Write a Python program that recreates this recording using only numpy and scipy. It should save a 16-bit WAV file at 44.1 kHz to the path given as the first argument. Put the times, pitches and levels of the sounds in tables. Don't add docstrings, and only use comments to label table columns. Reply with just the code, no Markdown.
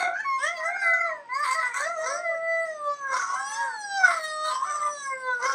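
import sys
import numpy as np
from scipy import signal
from scipy.fft import rfft, irfft, next_fast_len
from scipy.io import wavfile
from scipy.ndimage import uniform_filter1d

SR = 44100
rng = np.random.default_rng(int(sys.argv[2]) if len(sys.argv) > 2 else 0)


def generate_wav(signal):
    frames = np.transpose(np.atleast_2d(signal))
    scaled = np.clip(frames, -1, 1) * 32767
    pcm = np.round(scaled).astype(np.int16)
    wavfile.write(sys.argv[1], SR, pcm)


N = 244347
TIME = np.arange(N) / SR
CUTOFF_HZ = 15700

# (throat, mouth, muzzle: resonances; the three levels in dB before the dog's own trims)
BROWN_OPENING_CRY = [(0.0, 706.6, -31, 970, 1920, 4400, -67, -50),
                     (0.05, 714.4, -32, 930, 2080, 3750, -48.5, -71),
                     (0.12, 680, -32.5, 760, 1620, 3570, -66, -91),
                     (0.18, 789, -35, 1570, 1920, 4860, -52, -69),
                     (0.255, 770, -45, 1310, 2220, 4400, -63, -71)]
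BROWN_YELP = [(0.39, 505.0, -40.5, 985, 1660, 5500, -46, -48),
              (0.445, 598, -25, 830, 1873, 5460.0, -39, -34.5),
              (0.48, 658, -28, 950.0, 2064, 5600, -36.5, -53),
              (0.53, 700, -37, 886, 2240, 5060.0, -60.5, -71),
              (0.575, 666, -40, 855, 2000, 4770, -40.5, -69)]
BROWN_ARCHED_HOWL = [(0.58, 644, -35.5, 710, 2120, 4740, -48, -70),
                     (0.62, 628, -33.5, 800, 1952, 5040.0, -56.5, -66),
                     (0.66, 663, -26, 850, 2094, 6200, -45, -39.5),
                     (0.72, 709.5, -36, 850, 2240, 3580.0, -64, -59),
                     (0.77, 727, -32, 1150, 1950, 5170.0, -51, -58),
                     (0.81, 697, -41.5, 1040, 2130, 5230, -50.5, -48.5),
                     (0.87, 677.4, -23, 1010, 2116, 4960, -66, -44.5),
                     (0.92, 672.7, -23, 794, 2010, 4226, -53, -51),
                     (1.0, 672, -28, 1013, 2060, 5800, -70, -70),
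                     (1.06, 680.3, -29, 890, 1860, 4220, -52, -58),
                     (1.11, 639, -29, 694, 1920, 4700, -56, -64),
                     (1.17, 598, -44.5, 730, 1940, 4660.0, -71, -66),
                     (1.23, 566, -53, 620.0, 1840, 5400, -77, -79)]
BROWN_YOWL = [(1.3, 488, -33, 1024, 1990, 4070, -66, -68), (1.35, 535, -29, 1056, 2150, 4650, -38.5, -46),
              (1.39, 582, -30.5, 1050, 1950, 5820, -56, -46), (1.438, 604, -26, 1130, 1940, 5410, -39, -44),
              (1.458, 503, -34.5, 1070, 2146, 5330, -44.5, -44),
              (1.535, 530, -21, 1053, 2210, 5230, -33.5, -28),
              (1.58, 520, -58, 925.5, 1990, 4680, -62, -70),
              (1.63, 503, -28.5, 1243, 2200, 5000, -45.5, -49),
              (1.68, 492, -28, 1120, 1995, 5980, -54.5, -44), (1.73, 465, -45, 1240, 2350, 5910, -66, -51)]
BROWN_RISING_CRY = [(1.745, 486, -32, 1400, 2340, 6330.0, -43, -36),
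                    (1.81, 557.7, -32.5, 800, 1803, 6476, -40, -39),
                    (1.87, 656, -26.5, 724, 1908, 5660, -43.5, -44),
                    (1.92, 689.4, -34.5, 940, 1690, 6070, -59, -53),
                    (1.99, 625, -31, 720, 1590, 6300, -46, -51)]
BROWN_LONG_HOWL = [(2.0, 628, -32, 750, 1740, 6100, -47.5, -47),
                   (2.19, 695, -37, 910, 1580, 6030, -73, -55),
                   (2.23, 699.6, -39, 1073, 1804, 4950.0, -64.5, -58),
                   (2.27, 666, -26.5, 700, 1986, 4600, -54, -58),
                   (2.38, 656, -27.5, 645, 2040, 4600, -73, -59.5),
                   (2.52, 661.9, -24.5, 664, 1966, 4620.0, -51, -57.5),
                   (2.64, 659.6, -25.5, 680, 2030, 4610.0, -57.5, -47.5),
                   (2.74, 615.7, -38, 668, 1730, 5960, -52, -58),
                   (2.825, 589.3, -35.5, 745, 1228, 4150, -66, -51),
                   (2.88, 581.8, -24.5, 716, 1220, 4643, -51, -59),
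                   (2.97, 569.2, -43, 941, 1455, 6560, -51.5, -59),
                   (3.07, 541.8, -31.5, 904, 1610, 6060.0, -56, -60),
                   (3.135, 528.2, -29.5, 772, 1854, 5203, -44.5, -41),
                   (3.17, 521.2, -29.5, 818, 1808, 5500, -39, -43)]
BROWN_HOARSE_HOWL = [(3.18, 504, -37, 1300, 1560, 5617, -35.5, -47),
                     (3.25, 448.4, -36, 1250, 1524, 5793, -45, -47),
                     (3.34, 504, -41, 1050, 1740, 5800, -46.5, -47),
                     (3.39, 532.7, -31, 1230, 1670, 5760, -54.5, -43.5),
                     (3.5, 558, -43.5, 1025, 1770, 4270, -45.5, -48),
                     (3.65, 543.7, -33.5, 700, 1610, 5900, -53, -43.5),
                     (3.75, 466.4, -38.5, 800, 1460, 4395, -68, -57)]
BROWN_MOAN = [(4.45, 496, -44.5, 900, 1500, 4400, -43, -59), (4.525, 518, -35, 980, 1400, 3650, -46.5, -62),
              (4.565, 519.4, -31.5, 1050, 1350, 5600, -45, -66),
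              (4.635, 534.4, -29, 1130, 1300, 5810, -57, -66), (4.66, 760, -44, 1143, 1850, 5860, -51, -69),
              (4.69, 754, -32, 1140, 1980, 5890, -49.5, -74), (4.76, 679, -51, 1052, 1620, 5990, -51, -76),
              (4.8, 514.6, -45, 980, 1862, 3600, -53, -76), (4.89, 492, -39.5, 920, 2300, 3600, -57, -65)]
BROWN_LAST_CRY = [(5.4, 467.6, -42, 652, 1495, 5040.0, -66, -69),
                  (5.44, 511.7, -29, 692, 1796, 5890, -38, -43),
                  (5.48, 548, -36, 881, 2047, 5480, -41.5, -57),
                  (5.54, 531, -33, 686, 1360, 5750, -38, -74)]
# time_s, pitch_hz, level_db, throat_hz, mouth_hz, muzzle_hz, overtones_db, treble_db
YOWL_CRACK = [(1.555, 643.6, -25, 957, 1960, 4400, -54, -49),
              (1.595, 652, -21.5, 960, 2014, 4760, -44.5, -55),
              (1.625, 619, -51, 1130, 2030, 4800, -52, -44)]
# time_s, pitch_hz, level_db, throat_hz, mouth_hz, muzzle_hz, overtones_db, treble_db
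GREY_OPENING_CRY = [(0.0, 733, -34, 990, 2046, 4520, -45, -50),
                    (0.12, 734, -41, 910, 1820, 3600.0, -74, -75.0),
                    (0.17, 797, -31.5, 1530, 2070, 4730, -68, -67),
                    (0.21, 874, -40, 1470, 2360, 4740, -61, -69),
                    (0.245, 872, -40, 1480, 2350.0, 4410.0, -72, -71)]
GREY_WHINE = [(0.255, 1106, -29.5, 1050, 2255, 4430.0, -50.5, -61.5),
              (0.355, 1067, -26.5, 984, 2260, 4600, -51.5, -57),
              (0.42, 1060, -36, 1150, 2220, 5540.0, -60, -45),
              (0.5, 1058, -48, 1220, 2180, 5300, -62, -53.5),
              (0.6, 1040, -36.5, 1050, 1870, 4620, -66, -65),
              (0.65, 987, -40.5, 1290.0, 2010, 6100, -65, -61.5)]
GREY_FALLING_HOWL = [(0.63, 809.6, -43, 1180, 1800, 4910.0, -62, -69),
                     (0.74, 784.6, -32.5, 1160, 2070, 3880.0, -70, -74),
                     (0.81, 794.3, -31, 1370, 2100, 5440, -51.5, -62),
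                     (0.97, 731.7, -28, 1230, 1790, 4250, -50.5, -57),
                     (1.05, 646, -37.5, 1130, 2174, 5100, -62, -73),
                     (1.13, 501, -41, 1020, 2260, 4890.0, -78, -72),
                     (1.28, 464, -56, 830, 2030, 5130, -73, -73)]
GREY_YIP = [(1.76, 705.5, -31, 1320, 1890, 6400, -40, -33.5),
            (1.82, 795, -32, 1450, 2000.0, 5740, -61, -39), (1.86, 806, -60, 1252, 2090.0, 4950, -45, -51)]
GREY_YOWL = [(2.03, 464, -34.5, 646, 1910, 5660, -42, -65), (2.07, 516, -32.5, 727, 1860, 5880.0, -40, -42),
             (2.17, 605.7, -32.5, 700, 1990, 5470, -41, -42),
             (2.25, 653, -42, 590.0, 1890, 5340.0, -74, -72.5),
             (2.33, 604, -34, 507, 1318, 5670.0, -65, -70),
             (2.38, 516, -60.5, 526, 2200, 6060.0, -63.5, -65)]
GREY_GROWL = [(3.12, 318.3, -37.5, 957, 1340, 5050, -47, -46),
              (3.175, 378, -33.5, 1080, 1500, 5900, -48, -58),
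              (3.27, 369.6, -40.5, 1045, 1428, 5880, -50, -63),
              (3.345, 372, -31, 1090, 1290, 5900, -54, -60)]
GREY_LONG_HOWL = [(3.35, 748.5, -37, 930, 1670, 6100, -61, -50),
                  (3.42, 791, -35.5, 890, 1650, 5900, -47, -44),
                  (3.55, 885, -38.5, 915, 1677, 5700, -40.5, -41),
                  (3.6, 942, -31.5, 986, 1741, 5400, -47, -61),
                  (3.68, 928, -37, 917, 1778, 4900, -56.5, -56),
                  (3.8, 845, -37, 960, 1884, 4200, -45, -46.5),
                  (3.88, 804, -35.5, 961, 1701, 5880, -45.5, -41.5),
                  (3.96, 789, -29, 930, 1720, 5986, -36, -44),
                  (4.03, 752, -21, 949, 1930, 5060, -44.5, -48),
                  (4.048, 738, -10.5, 1429, 1760, 5100, -34.5, -44),
                  (4.08, 702.3, -25, 1057, 1875, 5340, -44, -37.5),
                  (4.195, 636, -31.5, 845, 1640, 4810, -46.5, -45),
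                  (4.235, 628.7, -30, 900, 1790, 4127, -36.5, -38.5),
                  (4.32, 619.8, -32.5, 900, 1735, 4200, -44.5, -41.5),
                  (4.41, 616.3, -30.5, 904, 1620, 4000, -41.5, -42.5),
                  (4.48, 625, -25, 950, 1480, 4207, -37.5, -33.5),
                  (4.6, 602, -44, 1020, 1500, 5494, -58, -48.5),
                  (4.7, 595, -31, 1029, 1593, 5980, -44.5, -40.5),
                  (4.78, 595.7, -32, 976, 1490, 5800, -50, -38.5),
                  (4.86, 595.7, -26, 910, 1348, 5750, -48, -40),
                  (4.945, 582, -39, 761, 1428, 6127, -46.5, -44),
                  (5.04, 552.3, -37.5, 1430, 1943, 5950, -42, -40),
                  (5.14, 527.8, -28.5, 744, 2012, 5106, -67, -47.5),
                  (5.195, 519.4, -40, 669, 1630, 5300, -61, -48.5),
                  (5.29, 506.5, -26, 662, 1666, 3556, -50, -58),
                  (5.36, 487.2, -27.5, 663.4, 1465, 4230, -58.5, -59),
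                  (5.43, 482, -46, 650, 1488, 4480, -66, -52),
                  (5.505, 488, -25, 720, 1450, 6000, -47, -41.5),
                  (5.54, 480, -30, 664, 1458, 5860, -54, -40)]
BROWN_CALLS = [(BROWN_OPENING_CRY, 0.37, 0.56), (BROWN_YELP, 0.24, 0.23), (BROWN_ARCHED_HOWL, 0.03, 0.25),
               (BROWN_YOWL, 0.13, 0.45), (BROWN_RISING_CRY, 0.22, 0.6), (BROWN_LONG_HOWL, 0.023, 0.94),
               (BROWN_HOARSE_HOWL, 0.26, 0.45), (BROWN_MOAN, 0.52, 0.6), (BROWN_LAST_CRY, 0.28, 0.55)]
GREY_CALLS = [(GREY_OPENING_CRY, 0.58, 0.42), (GREY_WHINE, 0.03, 0.09), (GREY_FALLING_HOWL, 0.41, 0.29),
              (YOWL_CRACK, 0.08, 0.22), (GREY_YIP, 0.25, 0.48), (GREY_YOWL, 0.21, 0.42),
              (GREY_GROWL, 0.43, 0.36), (GREY_LONG_HOWL, 0.026, 0.42)]
# time_s, opening_0_to_1
JAWS = [(0, 0.65), (.44, 0.3), (.66, .45), (1.08, 0), (1.3, 0.98), (1.54, 1), (1.8, 0.52), (2.3, 0.36),
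        (3.05, 0.3), (3.21, 0.42), (3.35, 0), (3.53, 0.4), (3.575, .7), (3.62, 0.37), (3.85, 0.5),
        (4.1, 0.7), (4.24, 0.9), (4.29, .3), (4.4, 0.36), (4.46, 0.94), (4.53, 0.74), (4.58, 0.09),
        (5.45, 0)]
# frequency_hz, gain_db
THROAT = [(450, -6.5), (650, 3), (2100, 7.5), (2400, 0.5), (2900, -25)]
# frequency_hz, gain_db
BROWN_MUZZLE = [(2100, -11.5), (3300, -2), (4000, -4.5), (4600, -1.5), (5400, -8), (6400, 2), (7200, -12.5),
                (9000, -32)]
GREY_MUZZLE = [(2500, -24), (3100, -14), (3700, -2), (5000, -2), (6200, 3.5), (6800, 1.5), (7600, -34)]
# frequency_hz, gain_db
TREBLE = [(6000, -46.5), (7200, -20), (8000, 15.5), (8700, 2.5), (9500, -6), (10400, -15.5), (11200, -46),
          (14000, -37), (16000, -42)]
# frequency_hz, gain_db
GAPE = [(10500, 3), (11800, 30)]
# full_strength_s, hold_s, level_db
RASPS = [(0, 0.0083, -33.5), (0.415, 0.02, -51.5), (0.615, 0.015, -41), (1.46, 0.029, -33),
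         (1.619, 0.042, -36.5), (1.771, 0.024, -30), (2.056, 0.074, -41), (3.135, 0.096, -34.5),
         (3.299, 0.085, -38.5), (3.503, 0.2, -47.5), (4.083, 0.048, -28), (4.51, 0.025, -44.5),
         (4.664, 0.18, -42), (5.433, 0.11, -33)]
# frequency_hz, gain_db
RASP_NARROW = [(80, -44), (400, -20.5), (560, -11), (820, -8.5), (1080, 6), (1450, 4.5), (1750, -32),
               (2100, -6.5), (2450, -31), (4200, -32.5), (6100, -10.5), (7300, -53), (8400, -36.5),
               (11000, -52)]
RASP_WIDE = [(80, -73.5), (420, -41), (680, -26), (830, -19.5), (1080, 17.5), (1500, 10.5), (2150, 15.5),
             (2550, -10.5), (4200, -1), (6000, -42.5), (7200, -64.5), (8400, 0.5), (11000, -22.5),
             (15000, -34)]
# frequency_hz, echo_db
WALLS = [(600, -4.5), (2200, -3.5), (3500, 0), (12000, -4)]
# frequency_hz, density_db_per_hz
ROOM_TONE = [(20, -39.5), (129, -2.5), (581, 2.5), (1480, -1.5), (2630, -7), (6200, -21.5), (7240, -25),
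             (8250, -34.5), (15000, -82.5)]

FORMANT_WIDTH_HZ, MUZZLE_WIDTH_OCTAVES = 85, 0.15
UNEVEN_DB, UNEVEN_SPACING_HZ = 5, 260
SWAY_DB, SWAYS_PER_S = 4.5, 14
TREBLE_FRAYING = .5
AIR_DB = -28
RASP_RISE_DB_PER_S, RASP_FALL_DB_PER_S = 270, 207.5
FULL_RASP_DB, STRAIN_EXPONENT = -30, 0.58
KITCHEN_T60_S = 0.19
ROOM_TONE_DB = -58


def brown_dog(rasp_db):
    return dog(BROWN_CALLS, BROWN_MUZZLE, rasp_db, muzzle_peak_db=13.5,
               jitter=0.0012, rough_jitter=0.0263, rough_db=4.0, halving=0.078, tearing=0.26, airy=1.0,
               low_db=0.37, overtone_db=-3.0, treble_db=-8.5, fade_s=.012)


def grey_dog(rasp_db):
    return dog(GREY_CALLS, GREY_MUZZLE, rasp_db, muzzle_peak_db=15,
               jitter=0.002, rough_jitter=0.0271, rough_db=9.0, halving=0.18, tearing=0.49, airy=0.61,
               low_db=-0.9, overtone_db=-1.5, treble_db=-7.5, fade_s=.012)


def dog(calls, muzzle_colour, rasp_db, muzzle_peak_db, jitter, rough_jitter, rough_db, halving,
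        tearing, airy, low_db, overtone_db, treble_db, fade_s):
    push = from_db(STRAIN_EXPONENT * (rasp_db - FULL_RASP_DB))
    tremor, lurch = flutter(rate_hz=20.6), flutter(rate_hz=101.0)
    throb, split = flutter(rate_hz=28.3), flutter(rate_hz=24)
    flap, turbulence = flutter(rate_hz=105), flutter(rate_hz=128)
    fizz = frayed(flutter(rate_hz=190), TREBLE_FRAYING)
    out = np.zeros(N)
    for rows, hoarseness, breaking in calls:
        strain = np.clip(hoarseness + breaking * push, 0, 1)
        unsteady = jitter * tremor + rough_jitter * strain * lurch
        shimmer = from_db(rough_db * strain * throb)
        doubling = halving * strain ** 2 * split
        tear = frayed(flap, tearing * strain)
        air = frayed(turbulence, from_db(AIR_DB) + airy * strain)
        out += howl(rows, muzzle_colour, muzzle_peak_db, unsteady, shimmer, doubling, tear, air, fizz,
                    low_db, overtone_db, treble_db, fade_s)
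    return out


def howl(rows, muzzle_colour, muzzle_peak_db, unsteady, shimmer, doubling, tear, air, fizz,
         low_db, overtone_db, treble_db, fade_s):
    start_s, end_s = rows[0][0], rows[-1][0]
    on = (TIME > start_s - fade_s) & (TIME < end_s + fade_s)
    t = TIME[on]
    columns = [column[on] for column in in_time(rows)]
    pitch_hz, level_db, throat_hz, mouth_hz, muzzle_hz, buzz_db, top_db = columns
    pitch_hz = uniform_filter1d(pitch_hz, size=600)
    phase = 2 * np.pi * np.cumsum(pitch_hz * (1 + unsteady[on])) / SR
    harmonics_hz = np.outer(np.arange(1, 28), pitch_hz)
    low_hz, high_hz = harmonics_hz[:5], harmonics_hz[2:]

    tract = gain_at(THROAT, low_hz) * resonance(low_hz, throat_hz) * resonance(low_hz, mouth_hz)
    low = from_db(level_db + low_db) * stack(phase, tract, order=1)

    ripple = overtone_ripple(high_hz, t)
    octaves_off = np.log2(high_hz / muzzle_hz)
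    muzzle_peak = from_db(muzzle_peak_db * np.exp(-(octaves_off / MUZZLE_WIDTH_OCTAVES) ** 2))
    muzzle = gain_at(muzzle_colour, high_hz) * muzzle_peak
    buzz = from_db(buzz_db + overtone_db) * stack(phase, muzzle * ripple, order=3)

    gape = gain_at(GAPE, high_hz) ** jaw_opening()[on]
    treble = gain_at(TREBLE, high_hz) * gape
    top = from_db(top_db + treble_db) * stack(phase, treble * ripple, order=3)

    alternate = 1 + doubling[on] * np.sin(phase / 2)
    edge_s = np.minimum(t - start_s, end_s - t)
    fade = np.clip(1 + edge_s / fade_s, 0, 1)
    voice = low * tear[on] + (buzz + top * fizz[on]) * air[on]
    out = np.zeros(N)
    out[on] = np.sqrt(2) * voice * shimmer[on] * alternate * fade
    return out


def overtone_ripple(high_hz, t):
    bumps = rng.standard_normal(200)
    uneven_db = UNEVEN_DB * np.interp(high_hz / UNEVEN_SPACING_HZ, np.arange(200), bumps)
    turns = rng.standard_normal((len(high_hz), 100))
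    sway = np.array([np.interp(t * SWAYS_PER_S, np.arange(100), row) for row in turns])
    return from_db(uneven_db + SWAY_DB * sway) * (high_hz < CUTOFF_HZ)


def resonance(hz, centre_hz):
    return 1 / np.hypot(1 - (hz / centre_hz) ** 2, hz * FORMANT_WIDTH_HZ / centre_hz ** 2)


def stack(phase, gains, order):
    gains = gains / np.linalg.norm(gains, axis=0)
    return sum(gain * np.sin(k * phase + rng.uniform(0, 2 * np.pi)) for k, gain in enumerate(gains, order))


def frayed(noise, depth):
    return (1 + depth * noise) / np.sqrt(1 + depth ** 2)


def jaw_opening():
    return np.clip(in_time(JAWS)[0], 0, 1)


def rasp_level():
    levels_db = []
    for full_s, hold_s, level_db in RASPS:
        rise_db = RASP_RISE_DB_PER_S * np.maximum(full_s - TIME, 0)
        fall_db = RASP_FALL_DB_PER_S * np.maximum(TIME - full_s - hold_s, 0)
        levels_db.append(level_db - rise_db - fall_db)
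    return np.max(levels_db, axis=0)


def rasp(rasp_db, wander, throb_db):
    pitch_hz = in_time(np.vstack([rows for rows, *_ in BROWN_CALLS]))[0]
    scatter = .02 * flutter(rate_hz=120)
    slap_hz = pitch_hz / 2 * np.exp(scatter + wander * flutter(rate_hz=10))
    cycles = np.cumsum(slap_hz) / SR
    slaps = np.diff(np.floor(cycles), prepend=0)
    source = (slaps - slaps.mean()) * from_db(throb_db * flutter(rate_hz=42.0))
    radius = .975
    for hz in (700, 1100, 1500, 2000, 4500, 6000):
        poles = [1, -2 * radius * np.cos(2 * np.pi * hz / SR), radius ** 2]
        source = signal.lfilter(poles[::-1], poles, source)
    opening = jaw_opening()
    narrow, wide = coloured(source, RASP_NARROW), coloured(source, RASP_WIDE)
    return from_db(rasp_db) * ((1 - opening) * narrow + opening * wide)


def kitchen(x, first_echo_s):
    t = TIME[:SR // 2]
    decay = from_db(-60 * t / KITCHEN_T60_S)
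    echoes = rng.standard_normal(len(t)) * decay * (t > first_echo_s)
    echoes /= np.linalg.norm(echoes)
    walls = gain_at(WALLS, np.fft.rfftfreq(len(t), 1 / SR))
    return signal.fftconvolve(x, irfft(rfft(echoes) * walls))[:N]


def room_tone():
    return from_db(ROOM_TONE_DB) * coloured(rng.standard_normal(N), ROOM_TONE)


def from_db(db):
    return 10 ** (np.asarray(db) / 20)


def rms_one(x):
    return x / np.sqrt(np.mean(x ** 2) + 1e-20)


def in_time(rows):
    s, *columns = np.transpose(rows)
    return [np.interp(TIME, s, column) for column in columns]


def gain_at(spectrum, hz):
    points_hz, db = np.transpose(spectrum)
    return from_db(np.interp(np.log(hz + 1), np.log(points_hz), db))


def coloured(x, spectrum):
    size = next_fast_len(N + SR // 10)
    gain = gain_at(spectrum, np.fft.rfftfreq(size, 1 / SR))
    return rms_one(irfft(rfft(x, size) * gain, size)[:N])


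def flutter(rate_hz):
    sos = signal.butter(2, rate_hz, fs=SR, output="sos")
    return rms_one(signal.sosfilt(sos, rng.standard_normal(N + SR))[SR:])


def scene():
    rasp_db = rasp_level()
    voices = brown_dog(rasp_db) + grey_dog(rasp_db) + rasp(rasp_db, wander=0.054, throb_db=3)
    no_bass = signal.butter(2, 200, "high", fs=SR, output="sos")
    voices = signal.sosfilt(no_bass, voices)
    return (voices + kitchen(voices, first_echo_s=0.0012) + room_tone())[None]


def record(dry):
    return signal.sosfilt(signal.ellip(10, .1, 80, CUTOFF_HZ, fs=SR, output="sos"), dry)


dry = scene()
out = record(dry)
generate_wav(out)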